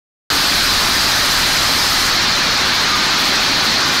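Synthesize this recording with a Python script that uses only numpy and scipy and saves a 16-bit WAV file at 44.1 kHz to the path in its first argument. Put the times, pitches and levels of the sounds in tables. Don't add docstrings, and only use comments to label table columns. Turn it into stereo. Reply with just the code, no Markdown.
import sys
import numpy as np
from scipy import signal
from scipy.fft import rfft, irfft
from scipy.io import wavfile
from scipy.ndimage import uniform_filter1d

SR = 44100
rng = np.random.default_rng(int(sys.argv[2]) if len(sys.argv) > 2 else 0)


def amplitude_ratio(level_db):
    exponent = np.asarray(level_db, float) / 20
    return 10 ** exponent


def generate_wav(sig):
    pcm = np.round(np.clip(np.atleast_2d(sig).T, -1, 1) * 32767).astype(np.int16)
    wavfile.write(sys.argv[1], SR, pcm)


N = 176400
PICKS_PER_S = 13.333


def rms_one(x):
    return x / np.sqrt(np.mean(x ** 2) + 1e-20)


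def in_time(rows):
    return np.interp(np.arange(N) / SR, *np.transpose(rows))


def drift(rate_hz):
    step = 40
    pole = np.exp(-2 * np.pi * step * rate_hz / SR)
    noise = rng.standard_normal(N // step + 2002)
    slow = signal.lfilter([1], [1, -2 * pole, pole * pole], noise)[2000:]
    return np.interp(np.arange(N) / step, np.arange(len(slow)), rms_one(slow - slow.mean()))


def colour(x, spectrum, slow_db=0., fast_db=0.):
    octave = np.log2(np.maximum(np.arange(N // 2 + 1) * SR / N, 1))
    hz, db = np.transpose(spectrum)
    shaped = rfft(x) * amplitude_ratio(np.interp(octave, np.log2(hz), db, left=-90, right=-90))
    out, shared = 0, drift(4.0)
    for centre in np.arange(np.floor(np.log2(hz[0])), np.log2(hz[-1]) + .5, .5):
        band = np.cos(np.pi * np.clip(octave - centre, -.5, .5)) ** 2
        flicker_db = slow_db * (.6 * shared + drift(2.5)) + fast_db * drift(15)
        out = out + irfft(shaped * band, N) * amplitude_ratio(flicker_db)
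    return rms_one(out)


def ring(clicks, hz, t60_s):
    radius = amplitude_ratio(-60 / (t60_s * SR))
    angle = 2 * np.pi * hz / SR
    resonance = [1, -2 * radius * np.cos(angle), radius * radius]
    return signal.lfilter([0, np.sin(angle)], resonance, clicks + 1e-18)


def narrow(hz, width_hz):
    t60_s = np.log(1000) / (np.pi * width_hz)
    return rms_one(ring(ring(rng.standard_normal(N), hz, t60_s), hz, t60_s))


def struck(modes, at):
    spread_db = 1.2
    period = SR / PICKS_PER_S
    places = (np.arange(int(5 * PICKS_PER_S)) + at % 1) * period - (period * 14 - SR)
    places = places.astype(int)
    places = places[(places >= 0) & (places < N + SR)]
    out = 0
    for hz, level_db, t60_s in modes:
        clicks = np.zeros(N + SR)
        clicks[places] = amplitude_ratio(spread_db * rng.standard_normal(80))[:len(places)]
        out = out + amplitude_ratio(level_db) * rms_one(ring(clicks, hz, t60_s)[SR:])
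    return out


def microphone_turn():
    # time_s, level_db
    turn_path = [
        (0, -2),
        (.8, 3),
        (1.6, 1.5),
        (2.4, -1),
        (2.9, -3),
        (3.2, -6),
        (3.6, -4.5),
        (4, -8.5),
    ]
    return amplitude_ratio(in_time(turn_path))


def frame_thud(turn):
    # pitch_hz, level_db, t60_s
    frame_modes = [(13.33, -43, .8), (26.67, -41, .8), (53.33, -50, .8), (66.67, -39, .8),
                   (106.67, -40, .8)]
    return turn * struck(frame_modes, at=0.406)


def harness_knock(turn):
    # pitch_hz, level_db, t60_s
    harness_modes = [(160, -44, .6), (173.3, -47, .6), (213.3, -40, .6), (253.3, -45, .6), (266.7, -45, .6),
                     (280, -43, .6), (306.7, -44, .6), (346.7, -48, .6), (373.3, -43, .6), (546.7, -48, .5),
                     (626.7, -49, .5)]
    return turn ** -0.14 * struck(harness_modes, at=.9)


def guard_clacks():
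    # pitch_hz, level_db
    guard_modes = [(133.3, -49), (186.7, -53), (226.7, -46), (293.3, -49), (333.3, -50), (400, -50),
                   (440, -52), (466.7, -54), (506.7, -50), (586.7, -48), (666.7, -50), (706.7, -50),
                   (813.3, -46), (840, -49)]
    t60_s = .5
    return struck([(hz, level_db, t60_s) for hz, level_db in guard_modes], at=.62)


def rumble(turn):
    # frequency_hz, density_db (per Hz)
    rumble_spectrum = [(12, -36), (20, 8), (65, 3.5), (278, 8), (380, 4), (441, -3), (700, -10), (910, -36),
                       (1540, -120)]
    shaking = amplitude_ratio(-30) * colour(rng.standard_normal(N), rumble_spectrum, slow_db=.5, fast_db=1.7)
    bass = signal.sosfilt(signal.butter(2, 120, fs=SR, output="sos"), shaking)
    return shaking + (turn - 1) * bass


def weft_jets():
    # time_s, level_db
    flow_path = [(.3, -32), (2.05, -32.5), (2.17, -35.5), (2.38, -36.5), (2.56, -38), (2.83, -36),
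                 (2.88, -39.5), (3.0, -37), (3.16, -38), (3.2, -34.5), (3.27, -32.5), (3.37, -37.5),
                 (3.43, -35.5), (3.6, -38), (3.65, -33.5), (3.8, -39), (3.9, -35.5), (4, -35)]
    # frequency_hz, density_db (per Hz)
    jet_spectrum = [(5500, -16), (7500, -3.5), (8300, -3.5), (10500, -5.5), (12800, -3.5), (14000, -5.5),
                    (15800, -11)]
    opens, shuts, edge_s = 0.38, 1, 0.0095
    leak, spread_db = .66, 1
    pick = np.arange(N) / SR * PICKS_PER_S
    strength = amplitude_ratio(spread_db * rng.standard_normal(80))[pick.astype(int)]
    is_open = (pick % 1 > opens) & (pick % 1 < shuts)
    valve = uniform_filter1d(strength * is_open, int(edge_s * SR))
    flow = rms_one(leak + (1 - leak) * valve) * amplitude_ratio(in_time(flow_path) + 1.0)
    return flow * colour(rng.standard_normal(N), jet_spectrum, fast_db=0.9)


def far_roar():
    # frequency_hz, density_db (per Hz)
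    roar_spectrum = [(260, -17), (450, -12), (842, -5), (1240, -2), (2880, -6), (4300, -1.5), (6340, -12),
                     (8040, -27), (9000, -26), (11700, -37), (19800, -120)]
    return amplitude_ratio(-15.5) * colour(rng.standard_normal(N), roar_spectrum, slow_db=-0.05, fast_db=0.68)


def clatter():
    # frequency_hz, density_db (per Hz)
    clatter_spectrum = [(500, -13), (800, -11), (1250, 3), (2000, 5.5), (2900, -12.5), (4250, 9.5),
                        (6000, -1.5), (8000, -8.5)]
    ticks_per_s, t60_s, pitch_count = 2500, 0.084, 90
    sizes = amplitude_ratio(2.46 * np.minimum(rng.exponential(1, N), 5)) * rng.choice([-1, 1], N)
    born = rng.random(N) < ticks_per_s * amplitude_ratio(2.5 * drift(8)) / SR
    dealt = rng.integers(0, pitch_count, N)
    pitches = np.linspace(500, 8000, pitch_count) + rng.uniform(-40, 40, pitch_count)
    pings = sum(ring(sizes * born * (dealt == k), hz, t60_s) for k, hz in enumerate(pitches))
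    return amplitude_ratio(-23.5) * colour(pings, clatter_spectrum)


def whine():
    # time_s, level_db
    whine_path = [
        (0, -34),
        (2.6, -48),
        (3, -25.5),
        (3.15, -31),
        (3.3, -36),
        (3.5, -44),
        (4, -49),
    ]
    return amplitude_ratio(in_time(whine_path)) * narrow(1217, width_hz=30)


def reeds():
    # pitch_hz, width_hz, level_db
    reed_bands = [(1467, 260, -38.5), (1700, 430, -32), (2402, 200, -36.5), (4114, 430, -28.5)]
    return sum(amplitude_ratio(level_db + 0.68 * drift(3.6)) * narrow(hz, width_hz)
               for hz, width_hz, level_db in reed_bands)


def hose():
    # frequency_hz, density_db (per Hz)
    hose_spectrum = [(3500, -30), (5000, 7.5), (6500, 5), (8500, 0.5), (10500, -2), (12900, -2),
                     (14200, -6), (15700, -13)]
    shut_s, hall_t60_s, valve_t60_s, hall_share = 2.092, .5, .06, .5
    after_s = np.maximum(np.arange(N) / SR - shut_s, 0)
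    nozzle = amplitude_ratio(-1) * narrow(4900, width_hz=700)
    hiss = colour(rng.standard_normal(N), hose_spectrum) + nozzle
    hall_decay = hall_share * amplitude_ratio(-60 * after_s / hall_t60_s)
    valve_decay = (1 - hall_share) * amplitude_ratio(-60 * after_s / valve_t60_s)
    return amplitude_ratio(-26) * (hall_decay + valve_decay) * hiss


def shimmer(x):
    depth_db = 1.5
    cells = signal.stft(x, nperseg=1024)[2]
    patches = uniform_filter1d(rng.standard_normal(cells.shape), size=3, axis=0)
    patches = rms_one(uniform_filter1d(patches, size=3, axis=1))
    gain = amplitude_ratio(depth_db * patches - depth_db ** 2 / 10)
    return signal.istft(cells * gain, nperseg=1024)[1][:N]


def side_hiss():
    # centre_s, low_hz, high_hz, level_db
    hiss_bursts = [(.7430, 10980, 12400, -43), (.8824, 5140, 6800, -31), (.8824, 8980, 11680, -40),
                   (1.2771, 11680, 13080, -45), (1.6951, 7560, 8960, -40), (1.6951, 9620, 11000, -42),
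                   (1.8344, 6800, 8830, -35), (1.8808, 4640, 5680, -31), (1.8808, 11700, 13700, -40),
                   (2.3684, 4200, 6200, -27), (2.3684, 6880, 8220, -42), (3.8313, 4550, 5680, -29)]
    size = 2048
    out = np.zeros(N)
    hz = np.arange(size // 2 + 1) * SR / size
    window = signal.windows.kaiser_bessel_derived(size, 4 * np.pi)
    for centre_s, low_hz, high_hz, level_db in hiss_bursts:
        band = (hz > low_hz) & (hz < high_hz)
        hiss = irfft(rfft(rng.standard_normal(size)) * band, size)
        start = round(2 * centre_s * SR / size - 1) * size // 2
        out[start:start + size] += amplitude_ratio(level_db) * rms_one(hiss * window)
    return out


def scene():
    turn = microphone_turn()
    loom = frame_thud(turn) + harness_knock(turn) + guard_clacks() + rumble(turn)
    hall = weft_jets() + far_roar() + clatter() + whine() + reeds() + hose()
    return np.tile(loom + shimmer(hall), (2, 1))


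def low_pass(x):
    return signal.sosfilt(signal.butter(12, 15980, fs=SR, output="sos"), x)


def record(dry):
    window_s, share, target_db = 0.01, 0.51, -14.5
    ceiling, start_s = .78, .3016
    level_db = 10 * np.log10(uniform_filter1d(dry ** 2, int(window_s * SR)) + 1e-12)
    levelled = dry * amplitude_ratio(share * (target_db - level_db))
    rounded = ceiling * np.tanh(levelled / ceiling)
    hz = np.arange(N // 2 + 1) * SR / N
    limited = irfft(rfft(rounded) * ((hz > 8) & (hz < 15750)), N)
    started = np.arange(N) >= start_s * SR
    mix = limited * started + side_hiss() * [[1], [-1]]
    return low_pass(mix)


dry = scene()
out = record(dry)
generate_wav(out)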